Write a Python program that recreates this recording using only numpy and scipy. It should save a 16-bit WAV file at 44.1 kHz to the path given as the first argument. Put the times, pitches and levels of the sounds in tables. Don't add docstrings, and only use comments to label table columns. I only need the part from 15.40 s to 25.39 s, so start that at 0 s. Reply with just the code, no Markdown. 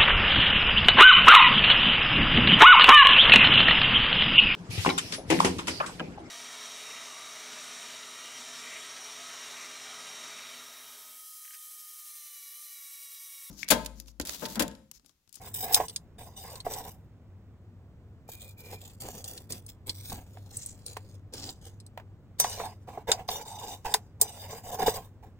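import sys
import numpy as np
from scipy import signal
from scipy.fft import rfft, irfft, next_fast_len
from scipy.io import wavfile
from scipy.ndimage import uniform_filter1d, map_coordinates

SR = 44100
rng = np.random.default_rng(int(sys.argv[2]) if len(sys.argv) > 2 else 0)


def generate_wav(signal):
    frames = np.transpose(np.atleast_2d(signal))
    scaled = np.clip(frames, -1, 1) * 32767
    pcm = np.round(scaled).astype(np.int16)
    wavfile.write(sys.argv[1], SR, pcm)


N = 440559
TIME = np.arange(N) / SR
HIT_TIME = TIME[:SR // 3]

# frequency in Hz, relative density in dB per Hz.
AIR_SPECTRUM = [(20, -18), (62, -4), (100, 0.5), (135, -7), (190, -9.5), (300, -16), (800, -28.5),
                (5000, -49), (16000, -55)]
# time in seconds, level in dB relative to HUM_DB.
HUM_SWELL_CURVE = [(2.4, -7), (4.5, 0), (9.3, -5.5)]
AIR_DB, HUM_HZ, HUM_DB = -52.5, 97.3, -50

# start in seconds, length in seconds,
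# grit level in dB, dull rumble level in dB, swell from start to end in dB.
TONG_STROKES = [(0.0, 0.075, -49.5, -46, 10.5), (0.131, 0.11, -40, -51, 6), (0.218, 0.12, -47.5, -40, 5.5),
                (0.313, 0.024, -31, -47, 16.5), (0.356, 0.074, -59.5, -37, 6),
                (0.781, 0.2, -58, -55.5, -22.5), (0.957, 0.22, -49.5, -49, 2.5),
                (1.244, 0.25, -47, -46.5, -4), (2.877, 0.22, -50.5, -59, -5.5),
                (3.173, .17, -48.5, -51.5, 9.5), (3.403, 0.15, -53, -58.5, -15.5),
                (3.597, 0.21, -45, -49.5, -1), (3.837, 0.17, -48, -52, -9), (4.091, 0.1, -45, -50.5, -12),
                (4.28, 0.06, -50.5, -73, -41), (4.46, 0.053, -44, -48.5, -4),
                (4.531, 0.2, -46.5, -57, 22.5), (4.69, 0.1, -64, -44.5, 0.5), (4.846, 0.91, -63, -62, 0),
                (5.1, 0.18, -53, -58, -3.5), (5.454, 0.077, -47.5, -54, 0.5),
                (5.921, 0.18, -43.5, -47, 4.5), (6.208, 0.068, -53, -57, 10),
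                (6.984, 0.23, -39.5, -44, -3.5), (7.186, 0.1, -45, -39, -2.5),
                (7.47, 0.15, -65.5, -49, -11.5), (7.67, 0.066, -43, -33.5, -3.5),
                (7.765, 0.039, -59, -41.5, 1.5), (7.877, 0.15, -39.5, -43.5, -10.5),
                (8.047, 0.29, -44, -48.5, 7.5), (8.444, 0.078, -41.5, -35.5, -2),
                (8.797, 0.27, -46, -47.5, -2), (9.077, 0.11, -44.5, -42.5, -0.5),
                (9.229, 0.12, -45.5, -44, 9), (9.383, 0.048, -39.5, -32, 2),
                (9.458, 0.093, -37, -37, -24.5), (9.531, 0.12, -49, -44.5, -20),
                (9.824, 0.021, -62, -49, -3.5)]
ATTACK_S, RELEASE_DB_PER_S = 0.014, 516.5
SETTLE_DB, SETTLE_DB_PER_S = -12, 137
# time in seconds, contact with steel in dB before a fixed offset
# in each layer, gain of the grit's treble in dB.
STEEL_CONTACT = [(.3, 5.5, 13), (.8, 10.5, 6), (1.45, -0.5, 8), (3.1, -15, 2), (4.5, -18, 5),
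                 (5.2, -22, -3), (6, -18, -11), (7.1, 5, -0.5), (8.9, 9.5, 3.5), (9.3, 3.5, 7)]
# from seconds, to seconds, rise as a share of pitch.
HARD_SQUEEZE = (.12, 0.39, 0.039)

# frequency in Hz, relative level in dB, undamped decay by 60 dB in seconds.
TONG_MODES = [(2910, -9.5, 0.16), (3660, 0.5, 0.08), (4948, -5, 0.26), (5980, -5.5, .24), (7275, -5, .12),
              (8420, -3, 0.11), (9490, -7, 0.11), (12200, -4.5, 0.11), (14670, -6.5, 0.035)]
# frequency in Hz, relative level in dB, undamped decay by 60 dB in seconds.
BOX_MODES = [(433.8, -8.5, 0.085), (655, 2.5, 0.018), (718, 2.5, 0.042), (860, -2.5, 0.035),
             (1106, -5, 0.035), (1655, -11, 0.036), (1915, -9.5, 0.022)]
# frequency in Hz, relative density in dB per Hz.
GRIT_SPECTRUM = [(500, -44), (1300, -19), (3100, -7.5), (3800, -3.5), (8700, -3), (10500, -0.5),
                 (14800, -7), (16000, -13.5)]
SNAP_SPECTRUM = [(400, -36), (1500, -19), (3000, -3), (4200, 8.5), (7000, 4.5), (9300, 15.5), (11000, 1.5),
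                 (15000, -7)]
CLASH_SPECTRUM = [(500, -61.5), (1500, -3.5), (2700, -8), (4000, 4.5), (7300, 5), (9000, 12), (11000, 11.5),
                  (15500, 2)]
THUD_SPECTRUM = [(60, -12.5), (200, -18), (340, -10), (440, 2), (560, -5), (720, 3), (950, 1.5),
                 (1300, -13.5), (1800, -14), (2600, -18), (6000, -35)]
LOOSE_SPECTRUM = [(80, 4), (250, 0), (560, -0.5), (760, -10), (1100, -15), (1400, -18), (4000, -22.5)]

# time in seconds, level in dB before the shifting resonances,
# brightness in dB per octave.
CHARCOAL_SNAPS = [(0.344, -12, -1), (0.483, -39, -2.5), (0.496, -41.5, -7), (0.561, -28, -4),
                  (1.155, -43, -7), (1.203, -41, -8), (1.337, -33.5, -1.5), (3.842, -37.5, -1),
                  (3.977, -42, -8), (4.122, -32, -1.5), (4.264, -42.5, 7), (4.494, -29.5, -7.5),
                  (5.169, -32, 19), (5.261, -33, 16), (5.463, -38, 3.5), (5.57, -42.5, 4),
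                  (5.937, -38.5, -4.5), (6.091, -40.5, -35), (6.401, -51.5, -5), (6.464, -51, 2),
                  (7.097, -39, 6)]
# time in seconds, level in dB, brightness in dB per octave,
# mode that the blow favours in Hz.
BOX_KNOCKS = [(0.363, -31, 3, 718), (0.373, -31.5, 13, 718), (0.4, -26.5, 0.5, 718), (0.407, -30, 0.5, 655),
              (1.265, -28.5, -4, 1106), (2.889, -46, -2, 655), (3.33, -42.5, -15, 430),
              (3.684, -42, -26, 430), (4.72, -39.5, 3, 1106), (4.971, -49, 5, 718), (5.567, -34.5, 4, 655),
              (6.575, -39.5, 4, 655), (6.598, -48, 9, 655), (7, -32.5, 5.5, 655), (7.044, -27, 13, 860),
              (7.199, -33.5, 16, 718), (7.488, -46.5, 2.5, 718), (7.574, -34, -5.5, 718),
              (7.713, -38, 1, 434), (7.888, -30.5, 5, 718), (8.459, -39.5, 19.5, 860),
              (8.543, -24, 5.5, 434), (8.817, -36, -4.5, 434), (9.129, -39.5, -3, 434),
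              (9.48, -18, -1.5, 434)]
# start in seconds,
# length in seconds, level in dB, pitch in Hz, offset from it where the amplitude halves in Hz.
TONG_SLIDES = [(2.872, 0.23, -61, 2414, 28), (3.166, 0.2, -57.5, 2387, 28), (5.123, 0.19, -49, 7600, 1700),
               (5.922, 0.15, -47, 5000, 1430), (7.891, .4, -49, 860, 79.4)]
# time in seconds, level in dB, brightness in dB per octave,
# mode that the blow favours in Hz, ring against clash in dB, damping by the grip as a factor.
STEEL_CLINKS = [(6.999, -16, 1.5, 5980, -3, 1.16), (7.041, -33.5, -9.5, 2910, -13.5, 2.9),
                (7.717, -16.5, -10.5, 7275, 5, 2.9), (7.888, -31.5, -30, 4950, 4, 4.1),
                (8.54, -16.5, -3.5, 3660, -1, 4.5), (8.813, -13.5, 3, 7275, -9, 1.54),
                (9.481, -38, -4, 5980, 3, 1.6)]

# frequency in Hz, likeness from 0 to 1, left minus right in dB.
MIC_PAIR = [(400, .96, .5), (750, .96, -3.2), (1600, .75, -3), (3000, .35, -.5), (6300, .5, .5),
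            (8300, .92, 0), (10500, .99, 0)]
# frequency in Hz, lead for the grill in radians, lead for the loose charcoal to its left in radians.
LEFT_LEAD = [(400, 0, 0), (900, -.4, .5), (1600, .1, 1), (3000, -2, 2.5), (7000, -6, 6.3),
             (10000, -3.14, 9.42), (11700, -3.1, 9.45), (13000, -1.85, 10.7), (14000, 0, 12.57)]
# from seconds, to seconds.
PILE_SPAN = (2.2, 6.8)
EDGE_HZ = 16100


def amp(db):
    return 10 ** (np.asarray(db) / 20)


def unit(x):
    return x / np.sqrt(np.mean(x ** 2) + 1e-20)


def hit_level(x, size=400):
    return x / np.sqrt(np.mean(x[:, :size] ** 2))


def curves(rows):
    s, *columns = np.transpose(rows)
    return [np.interp(TIME, s, c) for c in columns]


def over_hz(rows, hz):
    f, *columns = np.transpose(rows)
    return [np.interp(np.log(hz + 1), np.log(f + 1), c) for c in columns]


def add(mix, s, sound):
    part = mix[:, max(round(s * SR), 0):][:, :sound.shape[1]]
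    part += sound[:, :part.shape[1]]


def blend(a, b, b_db):
    return (unit(a) + amp(b_db) * unit(b)) / np.hypot(1, amp(b_db))


def through(x, response):
    return signal.oaconvolve(x, response, axes=1)[:, :N]


def colour(x, spectrum, tilt_db=0, pivot_hz=6000, size=4096):
    hz = abs(np.fft.fftfreq(size, 1 / SR))
    octaves = np.log2(np.maximum(hz / pivot_hz, 1 / 4))
    tilt = np.minimum(tilt_db * octaves, 8)
    log_gain = np.log(amp(over_hz(spectrum, hz)[0] + tilt))
    response = np.exp(np.conj(signal.hilbert(log_gain)))
    taps = np.fft.ifft(response).real[:size // 2]
    return signal.oaconvolve(x, taps[None], axes=1)[:, :x.shape[1]]


def narrow(centre_hz, width_hz):
    hz = np.fft.rfftfreq(next_fast_len(N), 1 / SR)
    a, b = rng.standard_normal((2, 2, len(hz)))
    resonance = 1 + ((hz - centre_hz) / width_hz) ** 2
    return unit(irfft((a + 1j * b) / resonance)[:, :N])


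def wander(per_s, t=TIME):
    return unit(np.interp(t * per_s, np.arange(8192), rng.standard_normal(8192)))


def shifting(x, depth_db, width_hz, hold_s, size=512):
    hz, t, z = signal.stft(x, SR, nperseg=size)
    place = np.meshgrid(hz / width_hz, t / hold_s, indexing="ij")
    field = rng.standard_normal([int(p.max()) + 2 for p in place])
    drift = np.tanh(map_coordinates(field, place, order=1))
    gain = unit(amp(depth_db * unit(drift)))
    return signal.istft(z * gain, SR, nperseg=size)[1][:, :N]


def ring(modes, spread_db=0, favoured_hz=0, favoured_db=0, damping=1):
    hz, db, t60 = np.transpose(modes)[:, :, None]
    distance = abs(hz - favoured_hz)
    db = db + spread_db * rng.standard_normal(hz.shape) + favoured_db * (distance == distance.min())
    phase = rng.random((2, len(modes), 1))
    decay = amp(db - 60 * damping * HIT_TIME / t60)
    return (decay * np.sin(2 * np.pi * (hz * HIT_TIME + phase))).sum(1)


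def burst(t60, rise_s, tail_db, tail_t60):
    crack = .5 * np.exp(-HIT_TIME / .001)
    chatter = amp(1.2 * wander(400, HIT_TIME) - 60 * HIT_TIME / t60)
    tail = amp(tail_db - 60 * HIT_TIME / tail_t60)
    rise = 1 - np.exp(-HIT_TIME / rise_s)
    return rng.standard_normal((2, len(HIT_TIME))) * (crack + chatter + tail) * rise


def background():
    swell_db = curves(HUM_SWELL_CURVE)[0]
    air = unit(colour(rng.standard_normal((2, N)), AIR_SPECTRUM, size=16384))
    hum = narrow(HUM_HZ, width_hz=3.1)
    return amp(AIR_DB) * air + amp(HUM_DB + swell_db) * hum


def stroke(length, swell_db=0):
    t = TIME[:SR]
    after = np.maximum(t - length, 0)
    bite = np.minimum(t / ATTACK_S, 1)
    swell = amp(swell_db * (np.minimum(t / length, 1) - .5))
    release = amp(-RELEASE_DB_PER_S * after) + amp(SETTLE_DB - SETTLE_DB_PER_S * after)
    return bite * swell * release / (1 + amp(SETTLE_DB))


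def stroke_levels():
    power = np.zeros((2, N))
    for start, length, grit_db, rumble_db, swell_db in TONG_STROKES:
        levels = amp([[grit_db], [rumble_db]]) * stroke(length, swell_db)
        add(power, start, levels ** 2)
    return np.sqrt(power)


def friction(per_s, spread_db, grain_s, judder_db, judder_per_s):
    uneven_db = spread_db * np.minimum(rng.exponential(1, N), 4)
    sizes = amp(uneven_db) * (rng.random(N) < per_s / SR)
    power = signal.lfilter([1], [1, -np.exp(-1 / (grain_s * SR))], sizes ** 2)
    judder = amp(judder_db * wander(judder_per_s))
    return unit(np.sqrt(power) * judder * rng.standard_normal((2, N)))


def crumbs(per_s=50, level_db=-8, tilt_db=-5):
    breaks = rng.uniform(.3, 1, N) * (rng.random(N) < per_s / SR)
    contact = burst(t60=0.07, rise_s=0.0003, tail_db=-26, tail_t60=0.14)
    tick = colour(contact, GRIT_SPECTRUM, tilt_db)
    return amp(level_db) * unit(through(np.array([breaks, breaks]), tick))


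def bending(x, share=.003, per_s=12):
    start, end, sharp = HARD_SQUEEZE
    squeezed = (TIME > start) & (TIME < end)
    place = np.cumsum(1 + sharp * squeezed) + share * SR / per_s * wander(per_s)
    return np.array([map_coordinates(channel, [place]) for channel in x])


def scraping(box_damping=2):
    grit_level, rumble_level = stroke_levels()
    steel_db, bright_db = curves(STEEL_CONTACT)

    grains = friction(per_s=700, spread_db=4.1, grain_s=.0017, judder_db=2, judder_per_s=35)
    tongs = bending(through(grains, ring(TONG_MODES, damping=3)))
    tongs = shifting(tongs, depth_db=4, width_hz=700, hold_s=.06, size=256)
    grit = unit(colour(grains, GRIT_SPECTRUM)) + crumbs()
    grit = shifting(grit, depth_db=5.5, width_hz=200, hold_s=.12)
    grit = blend(grit, tongs, steel_db - 4.5)
    low_pass = signal.butter(2, 10000, fs=SR, output="sos")
    dull = signal.sosfiltfilt(low_pass, grit)
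    grit = unit(dull + (grit - dull) * amp(bright_db))

    slips = friction(per_s=320, spread_db=2.4, grain_s=0.007, judder_db=2, judder_per_s=40)
    box = through(slips, ring(BOX_MODES, damping=box_damping))
    on_steel = blend(colour(slips, THUD_SPECTRUM), box, b_db=0)
    body = blend(colour(slips, LOOSE_SPECTRUM), on_steel, steel_db + 4)
    body = shifting(body, depth_db=3.5, width_hz=150, hold_s=.06, size=1024)
    return grit_level * grit + rumble_level * body


def snaps():
    out = np.zeros((2, N))
    for s, db, tilt_db in CHARCOAL_SNAPS:
        contact = burst(t60=.036, rise_s=.0003, tail_db=-23, tail_t60=.11)
        add(out, s, amp(db) * hit_level(colour(contact, SNAP_SPECTRUM, tilt_db)))
    return shifting(out, depth_db=3.5, width_hz=420, hold_s=.1, size=256)


def knocks(ring_db=1, favoured_db=9):
    out = np.zeros((2, N))
    for s, db, tilt_db, favoured_hz in BOX_KNOCKS:
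        contact = burst(t60=0.029, rise_s=0.0008, tail_db=-12, tail_t60=0.12)
        thud = hit_level(colour(contact, THUD_SPECTRUM, tilt_db, pivot_hz=780))
        modes = ring(BOX_MODES, spread_db=0.5, favoured_hz=favoured_hz, favoured_db=favoured_db)
        tone = hit_level(modes) * (1 - np.exp(-HIT_TIME / .001))
        add(out, s, amp(db) * hit_level(thud + amp(ring_db) * tone))
    return out


def slides(judder_db=17):
    out = np.zeros((2, N))
    for start, length, db, pitch_hz, width_hz in TONG_SLIDES:
        judder = amp(judder_db * width_hz / pitch_hz * wander(260))
        song = unit(judder * narrow(pitch_hz, width_hz))[:, :SR]
        add(out, start, amp(db) * stroke(length) * song)
    return out


def clinks(t60=0.04, favoured_db=10):
    out = np.zeros((2, N))
    for s, db, tilt_db, favoured_hz, ring_db, damping in STEEL_CLINKS:
        contact = burst(t60, rise_s=0.00053, tail_db=-11, tail_t60=0.091)
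        clash = hit_level(colour(contact, CLASH_SPECTRUM, tilt_db))
        modes = ring(TONG_MODES, spread_db=2, favoured_hz=favoured_hz, favoured_db=favoured_db,
                     damping=damping)
        tone = hit_level(colour(modes, CLASH_SPECTRUM, tilt_db))
        add(out, s, amp(db) * hit_level(clash + amp(ring_db) * tone))
    return out


def scene():
    return background() + scraping() + snaps() + knocks() + slides() + clinks()


def record(dry):
    size = next_fast_len(N + 4096, True)
    hz = np.fft.rfftfreq(size, 1 / SR)
    first, second = rfft(dry, size)
    same, balance_db = over_hz(MIC_PAIR, hz)
    left = irfft(first * amp(balance_db / 2), size)[:N]
    right = (same * first + np.sqrt(1 - same ** 2) * second) * amp(-balance_db / 2)

    lead_hz, *leads = np.transpose(LEFT_LEAD)
    lags = [np.exp(-1j * np.interp(hz, lead_hz, lead)) for lead in leads]
    from_grill, from_pile = [irfft(right * lag, size)[:N] for lag in lags]
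    inside = (TIME > PILE_SPAN[0]) & (TIME < PILE_SPAN[1])
    at_pile = uniform_filter1d(1. * inside, SR // 10)
    pair = np.array([left, from_grill + at_pile * (from_pile - from_grill)])
    band_limit = signal.firwin(255, EDGE_HZ, window=("kaiser", 9), fs=SR)
    return signal.oaconvolve(pair, band_limit[None], "same")


dry = scene()
out = record(dry)
generate_wav(out)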